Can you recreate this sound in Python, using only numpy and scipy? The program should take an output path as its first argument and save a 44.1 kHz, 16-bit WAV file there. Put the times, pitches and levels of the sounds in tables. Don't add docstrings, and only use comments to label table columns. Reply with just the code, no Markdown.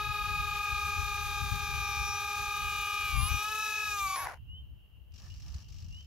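import sys
import numpy as np
from scipy import signal
from scipy.fft import rfft, irfft, next_fast_len
from scipy.io import wavfile
from scipy.ndimage import uniform_filter1d, map_coordinates

SR = 44100
rng = np.random.default_rng(int(sys.argv[2]) if len(sys.argv) > 2 else 0)


def to_wav(s):
    ch = np.atleast_2d(s).T
    pcm = np.round(np.clip(ch, -1, 1) * 32767)
    wavfile.write(sys.argv[1], SR, pcm.astype(np.int16))


N = 267598

# time_s, shaft_hz
FAST_SPEED = [(0, 420.1), (.4, 415.4), (2.0, 412.1), (2.45, 414.4), (3.09, 414.4), (3.2, 394.6),
              (3.28, 416.4), (3.36, 411.7), (3.5, 429.3), (3.62, 431), (3.86, 426.7), (4.08, 384.7),
              (4.16, 390.4)]
SLOW_SPEED = [(0, 413.3), (.55, 406.8), (1.0, 403.7), (1.25, 403.8), (1.95, 395.4), (2.35, 403.2),
              (3.04, 399.6), (3.14, 383.8), (3.2, 355.4), (3.275, 339.9), (3.3, 397.9), (3.41, 401.9),
              (3.48, 425.8), (3.89, 416.9), (4.02, 396.5), (4.175, 358.8), (4.205, 376.7), (4.255, 371.8)]
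# shaft_order, level_db
FAST_ORDERS = [(1, -62.5), (2, -46.5), (4, -57), (5, -74), (9, -55.5), (10, -70), (11, -65), (12, -62),
               (13, -67.5), (14, -70.5), (15, -66.5), (16, -70), (17, -64), (18, -70.5)]
SLOW_ORDERS = [(1, -63.5), (2, -62), (4, -51), (5, -70.5), (9, -56.5), (10, -61.5), (11, -68), (12, -67),
               (13, -64.5), (16, -71), (17, -73), (18, -68.5)]
# time_s, pull_db, whine_db, hum_db, fourth_db, treble_db, fizz_db
TRAVEL = [(0, .5, -2, 0.5, -2.5, -4.5, -55), (.75, 1, 1, 0, -1, -0.5, -54),
          (1.55, -3.5, -3.5, 1, -1.5, 0, -52.5), (1.85, -2.5, 0, 1, 0, -2, -53),
          (2.4, -2, -2, 2.5, -2, 0.5, -53.5), (3.0, 1, 1.5, -4.5, -2.5, 0.5, -51),
          (3.25, 2.5, -0.5, -7.5, -4, -2, -48.5), (3.37, 2.5, 1, -2, -4, 1.5, -49),
          (3.5, 2, -2.5, 0.5, -1, 2, -50), (3.8, -1.5, 3, -4, 1.5, 2, -51.5),
          (4.02, 3, -3, -6.5, -1, 5, -50), (4.25, 1, -3, -3, -2.5, -1, -55)]
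# freq_hz, gain_db
HOUSING = [(375, -15.5), (412, 1), (800, 1.5), (860, -4), (1480, -9), (1610, 1), (1700, 5), (3400, -7),
           (3600, -0.5), (3850, 2), (4200, -3), (4620, 4), (5000, -9), (5500, 5.5), (6600, 1), (7000, 1),
           (7400, -14)]
# freq_hz, share
TREBLE = [(4700, 0.0305), (5600, 1), (8500, 1), (10000, 0)]
# freq_hz, left_minus_right_db
BALANCE = [(400, 1.5), (800, -0.9492), (1250, 2.5), (2400, 3), (4400, 4), (8000, -2.5), (15000, 1)]
# freq_hz, coherence
COHERENCE = [(200, 1), (1000, 0.65), (2500, 0.3772), (4500, 0.36), (9000, 0.24), (15000, .05)]
# freq_hz, relative_density_db
GRIND = [(250, -13.5), (500, -26), (800, -3.5), (1000, -6.5), (1300, -2.5), (1500, -6.5), (2050, -9.5),
         (2450, 4), (3100, -6.5), (3800, 1.5), (5000, -8.5), (6200, -3), (7200, -15), (8200, -29.5)]
FIZZ = [(5000, -14), (7500, -1), (8500, -8), (10000, -1.5), (11000, 1), (12000, -1.5), (13200, 3.5),
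        (14300, -4.5), (15700, -6)]
RUMBLE = [(13, -44), (22, -18), (48, 0), (75, 1), (149, -15), (178, -20), (300, -34.5), (390, -42),
          (660, -120)]
AIR = [(100, 15.5), (300, 3), (800, -1), (1500, -6.5), (4000, -13.5), (9000, -23), (12500, -7.5),
       (15500, -10)]
CHORUS = [(2300, -40), (2600, -16.5), (2780, -2), (2950, -4.5), (3130, -8), (3350, -22.5), (3700, -48)]
RATTLE = [(150, -61.5), (250, -30), (774, -6), (844, -6), (935, -1), (1210, -20.5), (1480, -8.5),
          (2480, -17), (3160, -29), (6260, -25.5), (8670, -41.5), (10100, -27.5), (15000, -42.5)]
SERVO_BUZZ = [(1800, -20.5), (2600, -5.5), (3500, -10.5), (4900, -4), (5600, 1), (6400, -8), (7800, -14.5),
              (9200, -31.5), (11500, -21), (15500, -27.5)]
SERVO_GEARS = [(200, 8.5), (450, -3), (820, 3.5), (1000, -1), (1200, 8), (1450, -4.5), (1750, 5.5),
               (2400, -25), (4000, -16)]
# time_s, left_db, right_db
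BREEZE = [(0, -40.5, -44.5), (1.7, -39.5, -46), (2.3, -48.5, -45), (2.65, -52, -43.5), (3.0, -46, -60.5),
          (3.75, -56, -61), (3.9, -44.5, -62), (4.3, -44.5, -65), (4.4, -48.5, -44.5), (4.72, -46, -50.5),
          (4.92, -57.5, -68), (5.25, -52, -48.5), (5.85, -38, -41.5), (6.07, -51, -50)]
# centre_s, half_width_s, level_db
GUSTS = [(.11, 0.027, -37.5), (.3, 0.068, -38.5), (1.43, 0.029, -29.5), (1.54, 0.038, -35),
         (1.73, 0.1, -40), (3.199, 0.06, -24.5), (3.34, .028, -24.5), (5.555, 0.0096, -31.5)]
# start_s, length_s, start_hz, end_hz, relative_db
PEEPS = [(0.417, 0.15, 2750, 3150, -54.5), (1.694, .14, 2750, 3170, -55.5),
         (4.469, 0.15802, 2762, 3164, -50.5), (5.293, 0.056, 2829, 2940, -57),
         (5.895, .145, 2690, 3146, -52)]
# start_s, end_s, ramp_s, level_db
WHIRRS = [(.6, 4.5, 0.52, -61), (1.8, 2.13, 0.49, -54.5), (2.07, 2.18, 0.1, -53.5),
          (3.31, 3.44, 0.044, -55), (3.6, 3.68, 0.13, -56), (3.9, 3.93, 0.078, -58)]
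# start_s, level_db
TICKS = [(4.159, -41), (4.254, -55), (5.121, -68), (5.483, -58.5), (5.545, -50.5), (5.686, -57.5),
         (5.823, -59.5), (5.884, -61)]
# start_s, end_s, ramp_s, level_db
SERVO_RUNS = [(5.139, 6.1, .004, -67), (5.139, 5.635, .01, -64.5), (5.685, 5.865, 0.004342, -65.5),
              (5.884, 6.02, .004, -69.5)]
# start_s, end_s, ramp_s, level_db
DOOR_SWINGS = [(5.205, 5.29, .04, -67.5), (5.44, 5.62, 0.044, -69.5)]

SLOW_CUT_S = SLOW_SPEED[-1][0]
STALL_HZ = 385


def amp(db):
    return 10 ** (np.asarray(db) / 20)


def unit(x):
    return x / np.sqrt(np.mean(x ** 2) + 1e-20)


def time_s():
    return np.arange(N) / SR


def along(points, hz):
    freq_hz, values = np.transpose(points)
    return np.interp(np.log(hz + 1), np.log(freq_hz + 1), values)


def curves(rows):
    knots_s, *columns = np.transpose(rows)
    return [np.interp(time_s(), knots_s, column) for column in columns]


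def wobble(rate_hz):
    knots = rng.standard_normal(int(N * rate_hz / SR) + 4)
    return unit(map_coordinates(knots, [time_s() * rate_hz], order=2))


def filtered(x, response):
    size = next_fast_len(N + 8192)
    return irfft(rfft(x, size) * response(np.fft.rfftfreq(size, 1 / SR)), size)[..., :N]


def noise(spectrum, coherence=COHERENCE):
    def response(hz):
        width_rad = np.arccos(np.clip(along(coherence, hz), -1, 1)) / 2
        return amp(along(spectrum, hz)) * [np.cos(width_rad), np.sin(width_rad)]
    mid, side = filtered(rng.standard_normal((2, N)), response)
    return np.array([mid + side, mid - side]) / np.std(mid)


def decay(start_s, t60_s):
    return amp(-60 * np.maximum(time_s() - start_s, 0) / t60_s)


def swell(start_s, end_s, ramp_s):
    return np.clip(np.minimum(time_s() - start_s, end_s - time_s()) / ramp_s + .5, 0, 1)


def swells(rows):
    return sum(amp(db) * swell(*timing_s) for *timing_s, db in rows)


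def shaft(speed, coast_s, sway, jitter):
    powered_hz, = curves(speed)
    hz = powered_hz * np.clip(1 - (time_s() - speed[-1][0]) / coast_s, 0, 1)
    gear_rad = 2 * np.pi * np.cumsum(hz) / SR / 36
    strain = 1 + 0.038 * np.maximum(STALL_HZ - powered_hz, 0)
    uneven = 1 + sway * np.sin(gear_rad) + jitter * strain * wobble(260) + 0.00042 * wobble(30.059)
    return 2 * np.pi * np.cumsum(hz * uneven) / SR, hz


def partial(shaft_rad, order, db, spread_rad=.09):
    phase = order * shaft_rad + rng.uniform(0, 2 * np.pi)
    lag = min(spread_rad * order, np.pi / 4)
    level = amp(db + 1.32 * np.sqrt(order / 6) * wobble(16))
    return np.sqrt(2) * level * np.sin([phase - lag, phase + lag]) / np.cos(lag)


def motor(speed, orders, shaft_rad, hz, pole_db, commutator_db, pinion_db, bite=0):
    pull_db, whine_db, hum_db, fourth_db, _, _ = curves(TRAVEL)
    cut_s, cut_hz = speed[-1]
    stall_db = 0.3977 * np.maximum(STALL_HZ - hz, 0)
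    mesh_db = 20 * np.log10(amp(pinion_db + pull_db) + bite)
    sideband_db = np.maximum(mesh_db - 5.5, -62)
    tones = ((3, pole_db + pull_db), (6, commutator_db + whine_db - stall_db),
             (7, mesh_db), (8, sideband_db))
    main = sum(partial(shaft_rad, k, db, spread_rad=.05) for k, db in tones)
    lift_db = {1: hum_db / 2, 2: hum_db, 4: fourth_db, 5: 0, 12: 4.8, 18: 4.8}
    weak = sum(partial(shaft_rad, k, db + lift_db.get(k, 1.5), spread_rad=0.04696) for k, db in orders)
    housed = filtered(weak, lambda freq_hz: amp(along(HOUSING, freq_hz)))
    return main + housed, cut_s, hz / cut_hz


def gear_unit(shaft_rad, tones, cut_s, speed_share, pulse_depth):
    pulse = 1 + pulse_depth * np.sin(shaft_rad / 15)
    return tones * pulse * decay(cut_s, 0.02) + coasting(shaft_rad, speed_share, cut_s)


def friction(fast_rad, slow_rad, fizz_db):
    turn = np.sin(fast_rad) + np.sin(slow_rad)
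    grind = amp(-49.5 + .6 * wobble(16)) * noise(GRIND)
    grind *= unit(amp(3 * turn + 0.858 * wobble(70))) * decay(3.85, 3)
    fizz = amp(fizz_db + 0.49 * wobble(14)) * noise(FIZZ)
    fizz *= unit(amp(1.5 * turn + 1.2 * wobble(90)))
    return grind * decay(SLOW_CUT_S, .1) + fizz * decay(SLOW_CUT_S, .12)


def retracts():
    fast_rad, fast_hz = shaft(FAST_SPEED, coast_s=.255, sway=.0004, jitter=0.0010942)
    slow_rad, slow_hz = shaft(SLOW_SPEED, coast_s=.17, sway=0.004, jitter=0.0019)
    bite = amp(-51) * swell(2.6, 3.5, 0.4)
    dip_db = -10 * swell(3, 4, 0.1)
    fast = motor(FAST_SPEED, FAST_ORDERS, fast_rad, fast_hz,
                 pole_db=-41, commutator_db=-41, pinion_db=-66.5, bite=bite)
    whine = gear_unit(fast_rad, *fast, pulse_depth=0.073)
    slow = motor(SLOW_SPEED, SLOW_ORDERS, slow_rad, slow_hz,
                 pole_db=-41.5 + dip_db, commutator_db=-43, pinion_db=-59)
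    whine += gear_unit(slow_rad, *slow, pulse_depth=0.08)
    singing = tooth_whirr(slow_rad) + brush_squeal(slow_rad, slow_hz)
    *_, treble_db, fizz_db = curves(TRAVEL)
    whistles = partial(slow_rad, 24.4, fizz_db - 17) + partial(fast_rad, 30.5, fizz_db - 17)
    body = whine + friction(fast_rad, slow_rad, fizz_db)
    treble = filtered(body, lambda hz: np.clip(along(TREBLE, hz), 0, 1))
    return body + (amp(treble_db) - 1) * treble + (singing + whistles) * decay(SLOW_CUT_S, 0.014)


def wind():
    left, right = [amp(db + 3.5 * wobble(15)) for db in curves(BREEZE)]
    gusts = sum(amp(db) * np.exp(-((time_s() - centre_s) / half_width_s) ** 2)
                for centre_s, half_width_s, db in GUSTS)
    buffet = np.array([left + gusts, right]) * unit(noise(RUMBLE, [(60, .05)]))
    return buffet + amp(-70.5) * noise(AIR)


def frogs(echo_t60_s=0.83):
    voice = np.zeros(N)
    for start_s, length_s, start_hz, end_hz, db in PEEPS:
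        progress = np.clip((time_s() - start_s) / length_s, 0, 1)
        hz = start_hz + (end_hz - start_hz) * progress * (1.2 - 0.173 * progress)
        voice += amp(db + 1) * np.sin(np.pi * progress) * np.sin(2 * np.pi * np.cumsum(hz) / SR)
    tail_s = np.arange(SR // 2) / SR
    trees = rng.standard_normal((2, len(tail_s))) * amp(-60 * tail_s / echo_t60_s)
    echo = signal.fftconvolve(voice[None], trees / np.linalg.norm(trees[0]), axes=1)[:, :N]
    peeps = np.array([np.roll(voice, 4), voice]) + amp(-11) * echo
    return peeps + amp(-73.5 + 1.5 * wobble(18)) * noise(CHORUS, [(3000, 0.15)])


def tooth_whirr(shaft_rad):
    tones = sum(partial(shaft_rad + .04 * wobble(120), k, db) for k, db in ((14, -2), (15, 0)))
    return swells(WHIRRS) * tones


def brush_squeal(shaft_rad, shaft_hz, onset_hz=401, range_hz=46):
    drag = np.clip((onset_hz - shaft_hz) / range_hz, 0, 1)
    return drag * partial(shaft_rad + .02 * wobble(400), order=30, db=-46)


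def ticks():
    blows = sum(amp(db) * (time_s() >= start_s) * decay(start_s, 0.0352) for start_s, db in TICKS)
    return blows * noise([(300, -14), (1500, -1), (5600, 10.5), (8800, -7), (15000, -15.5)])


def coasting(shaft_rad, speed_share, cut_s, settle_share=0.51, highpass_hz=800):
    steep = np.abs(speed_share / settle_share) ** 5
    motion = (time_s() > cut_s) * steep / (1 + steep)
    loose_rad = shaft_rad + .035 * wobble(200)
    tones = np.sin(3 * loose_rad) + np.sin(5 * loose_rad) + .5 * np.sin(6 * loose_rad)
    chatter = amp(-45.5 + 1.5 * wobble(180)) * motion * tones
    rattle = amp(-44) * motion * noise(RATTLE) * unit(amp(3 * wobble(350)))
    return rattle + filtered(chatter, lambda hz: hz ** 3 / np.hypot(hz ** 3, highpass_hz ** 3))


def servos(frame_hz=49.65, idle_db=-15):
    drive = swells(SERVO_RUNS)
    frames = np.maximum(time_s() - SERVO_RUNS[0][0], 0) * frame_hz
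    strength = amp(1.4 * rng.standard_normal(64))[frames.astype(int)]
    kicks = strength * (0.31 + uniform_filter1d(np.exp(-(frames % 1) / 0.449), size=90))
    buzz = drive * kicks * noise(SERVO_BUZZ)
    gears = (swells(DOOR_SWINGS) + amp(idle_db) * drive) * noise(SERVO_GEARS)
    return (buzz + gears) * unit(amp(1.6 * wobble(600)))


def scene():
    plane = retracts() + servos() + ticks()
    placed = filtered(plane, lambda hz: amp(along(BALANCE, hz) * np.array([[.5], [-.5]])))
    return placed + frogs() + wind()


def record(dry):
    highpass_hz, top_hz = 33, 15750
    return filtered(dry, lambda hz: (hz < top_hz) * hz ** 2 / np.hypot(hz ** 2, highpass_hz ** 2))


dry = scene()
out = record(dry)
to_wav(out)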